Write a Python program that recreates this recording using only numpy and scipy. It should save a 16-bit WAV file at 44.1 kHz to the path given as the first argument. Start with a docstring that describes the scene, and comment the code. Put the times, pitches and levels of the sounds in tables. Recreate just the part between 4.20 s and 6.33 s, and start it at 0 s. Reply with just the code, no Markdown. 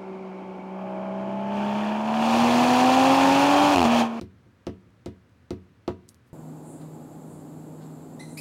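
"""Glue stick dabbed on paper

Five dabs land on a sheet of paper on a table in a small, quiet room. Each opens with a crackle of
tacky glue, built from filtered snaps; then a cushioned push rings the table's modes and rattles the tube.
Soft bumps on the same modes follow as the stick is pulled off. Late on, band-limited snaps make the paper
tick and a swell of grains makes it slide. Reverberation and shaped noise place it all in the room."""
import sys
import numpy as np
from scipy import signal
from scipy.fft import rfft, irfft
from scipy.io import wavfile

SR = 44100
rng = np.random.default_rng(int(sys.argv[2]) if len(sys.argv) > 2 else 0)


def file_out(sig):
    """Save sig as 16-bit WAV at sys.argv[1]."""
    # one column per channel
    cols = np.atleast_2d(sig).T
    # limit, then scale
    lim = np.clip(cols, -1, 1)
    pcm = np.round(lim * 32767).astype(np.int16)
    wavfile.write(sys.argv[1], SR, pcm)


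N = 93933
T = np.arange(N) / SR   # time [s]

# All table levels are relative: later mix gains and filters also shape what is heard.
# dabs of the stick: (time [s], push level [dB], contact hardness [Hz], crackle level [dB],
# crackle low edge [Hz], crackle high edge [Hz])
DABS = [(.0127, -2, 215, -16, 3360, 6300), (.4680, 1, 350, -16, 1500, 6000),
        (.8601, -0.5, 270, -19, 2360, 7300), (1.3066, -0.5, 340, -14, 1950, 6160),
        (1.6783, 0, 577, -11.5, 910, 4300)]
# soft bumps as the stick is pulled off: (time [s], push level [dB], contact hardness [Hz])
PULL_OFF_BUMPS = [(.14, -21.5, 131), (0.26, -19.5, 179), (0.669, -21, 127), (0.686, -20, 111)]
# modes of the table top: (frequency [Hz], level [dB], t60 [s])
TABLE_MODES = [(88.1, -31.5, 0.32), (102.2, -31, 0.16), (189.5, -29, 0.17), (215, -37.5, 0.22),
               (270.5, -32, 0.15), (293, -37, 0.18), (363.5, -18.5, 0.12), (439.2, -35.5, 0.3),
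               (462.3, -25.5, 0.086), (530.5, -27, 0.14), (670.3, -19.5, 0.081), (961, -28.5, 0.12),
               (1101.4, -26.5, 0.056), (1305, -22.5, 0.035)]
# first reflections from nearby surfaces: (delay [s], level [dB])
NEAR_ECHOES = [(.0034, -4.5), (0.0175, -7), (0.0273, -10.5)]
# the room's answer to a knock: (frequency [Hz], level [dB], t60 [s])
KNOCK_ROOM = [(61.7, -15.5, 0.41), (120, -14, 1), (204, -5.5, 0.64), (352, -18.5, 0.32), (676, -14, 0.32),
              (1500, -5.5, 0.28), (4000, -4, 0.17)]
# the room's answer to crackle and ticks: (frequency [Hz], level [dB], t60 [s])
CRACKLE_ROOM = [(985, 21, 0.092), (2310, -5, 0.21), (4950, -15.5, 0.12), (8900, -8.5, 0.065),
                (15000, 2, 0.14)]
# ticks of the paper: (time [s], level [dB])
PAPER_TICKS = [(.233, -63), (.611, -65), (.704, -63), (1.095, -60), (1.12, -67), (1.8832, -50),
               (1.888, -44), (1.8903, -29), (1.8952, -42), (1.945, -41.5), (2.076, -64)]
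# spectrum of the room background: (frequency [Hz], level [dB per Hz])
AIR_SPECTRUM = [(18, -62), (30, -73), (68, -4), (113, 1.5), (155, -12.5), (244, -8), (363, -16.5),
                (513, -17), (651, -22.5), (784, -24), (1140, -22.5), (1480, -22.5), (7670, -43.5),
                (15300, -52), (17000, -44)]

PUSH_LAG_S = 0.00043   # the glue gives way before the push reaches the table
MODE_SCATTER_DB = 1.71   # each contact lands on another spot and shares its push differently
ECHO_CUT_HZ = 510
TUBE_DB, TUBE_T60_S, TUBE_BAND_HZ = -19.5, 0.054, [895, 4300]
TACK_LEAD_S, TACK_SPREAD_S = 0.0012, 0.001   # the cluster starts ahead of the main snap
TACK_GRAIN_DB, TACK_GRAINS_PER_S, TACK_FIZZ_DB = -23.5, 11000, -24
TACK_RING_HZ, TACK_RING_DB = [3620, 5100], -7   # the mouth of the tube lifts this band
CRACKLE_ECHO_S, CRACKLE_ECHO_DB = 0.017, -12   # a second wave of reverberation comes back from a wall
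TICK_LOW_HZ, TICK_HIGH_HZ, TICK_T60_S = 4300, 9400, 0.0075
TICK_FLUTTER_DB, TICK_BODY_DB, TICK_FIZZ_DB, TICK_ROOM_DB = -21, 10, -12.5, -1.5
SLIDE_S, SLIDE_WIDTH_S, SLIDE_DB = 2.08, 0.025, -75.5
SLIDE_GRAINS_PER_S, SLIDE_BAND_HZ = 3300, [3950, 15000]
AIR_DB = -59   # RMS ahead of the final filters
CUTOFF_HZ = 17200


def knocks():
    """Table and tube, answered by near surfaces and the room."""
    direct = table_top() + tube()
    reflections = sum(from_db(db) * delayed(direct, s) for s, db in NEAR_ECHOES)
    early = filt(reflections, ECHO_CUT_HZ, "low", order=1)
    return direct + early + room(direct, KNOCK_ROOM, build_s=0.0068)


def table_top():
    """Every push rings the table's modes, each a decaying sine."""
    contacts = DABS + PULL_OFF_BUMPS
    pushes = np.array([push(s + PUSH_LAG_S, db, hz) for s, db, hz, *_ in contacts])
    shares = from_db(MODE_SCATTER_DB * rng.standard_normal((len(pushes), len(TABLE_MODES))))
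    out = 0
    for k, (hz, db, t60) in enumerate(TABLE_MODES):
        force = shares[:, k] @ pushes
        ring = np.sin(2 * np.pi * hz * T) * dying(t60)
        polarity = (-1) ** k
        out = out + polarity * from_db(db) * convolve(force, ring)
    return out


def push(s, db, hardness_hz):
    """The force of one cushioned contact: the harder, the shorter."""
    r = np.exp(-2 * np.pi * hardness_hz / SR)
    impulse = from_db(db) * click(s) + 1e-18
    return signal.lfilter([(1 - r) ** 2], [1, -2 * r, r * r], impulse)


def tube():
    """The plastic tube rattles briefly, more after a hard dab: noise follows the decaying push energy."""
    force = sum(push(s + PUSH_LAG_S, db, hz) for s, db, hz, *_ in DABS)
    energy = convolve(force ** 2, dying(TUBE_T60_S) ** 2)
    rattle = rng.standard_normal(N) * np.sqrt(np.abs(energy))
    return from_db(TUBE_DB) * filt(rattle, TUBE_BAND_HZ, "band")


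def tack():
    """Glue meets paper: one snap in a short cluster of tiny ones."""
    out = 0
    for s, _, _, db, low_hz, high_hz in DABS:
        cluster = np.exp(-np.abs(T - s) / TACK_SPREAD_S) * (T > s - TACK_LEAD_S)
        snaps = click(s) + from_db(TACK_GRAIN_DB) * grains(TACK_GRAINS_PER_S) * cluster
        body = filt(filt(snaps, high_hz, "low", order=3), low_hz, "high")
        ring = from_db(TACK_RING_DB) * filt(body, TACK_RING_HZ, "band", order=1)
        fizz = from_db(TACK_FIZZ_DB) * filt(snaps, 12000, "high")
        out = out - from_db(db) * (body + ring + fizz)
    return out + bright_room(out)


def paper():
    """The sheet ticks faintly under the fingers, sharply as they let go, then slides a little."""
    decay = dying(TICK_T60_S)
    flutter = sum(from_db(db) * np.interp(T - s, T, decay, left=0) for s, db in PAPER_TICKS)
    snaps = sum(from_db(db) * click(s) for s, db in PAPER_TICKS)
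    snaps = snaps + from_db(TICK_FLUTTER_DB) * flutter * rng.standard_normal(N)
    body = from_db(TICK_BODY_DB) * filt(snaps, [TICK_LOW_HZ, TICK_HIGH_HZ], "band")
    fizz = from_db(TICK_FIZZ_DB) * filt(snaps, TICK_HIGH_HZ, "high")
    ticks = body - fizz
    rub = filt(grains(SLIDE_GRAINS_PER_S), SLIDE_BAND_HZ, "band", order=1)
    swell = np.exp(-((T - SLIDE_S) / SLIDE_WIDTH_S) ** 2)
    slide = from_db(SLIDE_DB) * rub / rub.std() * swell
    return ticks + from_db(TICK_ROOM_DB) * bright_room(ticks) + slide


def grains(per_s):
    """Random tiny snaps of uneven size."""
    return (rng.random(N) < per_s / SR) * rng.standard_normal(N)


def bright_room(x):
    """The room's answer to small, sharp sounds: a first wave and a later, weaker one."""
    first = room(x, CRACKLE_ROOM, build_s=0.0018)
    second = delayed(room(x, CRACKLE_ROOM, build_s=0.0022), CRACKLE_ECHO_S)
    return first + from_db(CRACKLE_ECHO_DB) * second


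def room(x, table, build_s):
    """Diffuse reverberation: half-octave noise bands that swell briefly and die at their own rates."""
    white = rng.standard_normal((2, N))   # neighbouring bands take turns
    response = 0
    edges = 45 * 2 ** np.arange(0, 9, .5)
    swell = 1 - np.exp(-(T / build_s) ** 2)
    for k, (low, high) in enumerate(zip(edges, edges[1:])):
        db, t60 = at_hz(table, np.sqrt(low * high))
        band = filt(white[k % 2], [low, high], "band") * dying(t60) * swell
        # energy in proportion to bandwidth
        level = np.sqrt(2 * (high - low) / SR / np.sum(band ** 2))
        response = response + from_db(db) * band * level
    return convolve(x, response)


def air():
    """Steady rumble and faint hiss of the room: white noise shaped by a spectrum."""
    hz = np.maximum(np.arange(N // 2 + 1) * SR / N, 1)
    db, = at_hz(AIR_SPECTRUM, hz)
    noise = irfft(rfft(rng.standard_normal(N)) * from_db(db), N)
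    return from_db(AIR_DB) * noise / noise.std()


def from_db(db):
    """Decibels to gain."""
    return 10 ** (np.asarray(db) / 20)


def filt(x, hz, kind, order=2):
    """Butterworth filter."""
    sos = signal.butter(order, np.clip(hz, 10, .45 * SR), kind, fs=SR, output="sos")
    return signal.sosfilt(sos, x + 1e-18)


def at_hz(rows, hz):
    """Each column of a table, read on a log-frequency axis."""
    freqs, *columns = np.transpose(rows)
    return [np.interp(np.log(hz), np.log(freqs), c) for c in columns]


def delayed(x, s):
    """The same sound, s seconds later."""
    return np.interp(T - s, T, x, left=0)


def click(s):
    """A unit impulse."""
    return 1.0 * (np.arange(N) == int(s * SR))


def convolve(x, response):
    """Play a sound through an impulse response."""
    return signal.fftconvolve(x, response)[:N]


def dying(t60):
    """An envelope that falls 60 dB in t60 seconds."""
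    return np.exp(-np.log(1000) * T / t60)


def scene():
    """All sources at one microphone, which sheds the deepest bass of the knocks."""
    lean_knocks = filt(knocks(), 67, "high", order=4)
    return (lean_knocks + tack() + paper() + air())[None]


def record(dry):
    """Subsonic rumble and the extreme treble are cut."""
    top_cut = signal.ellip(10, .1, 80, CUTOFF_HZ, fs=SR, output="sos")
    return signal.sosfilt(top_cut, filt(dry, 30, "high"))


dry = scene()
out = record(dry)
file_out(out)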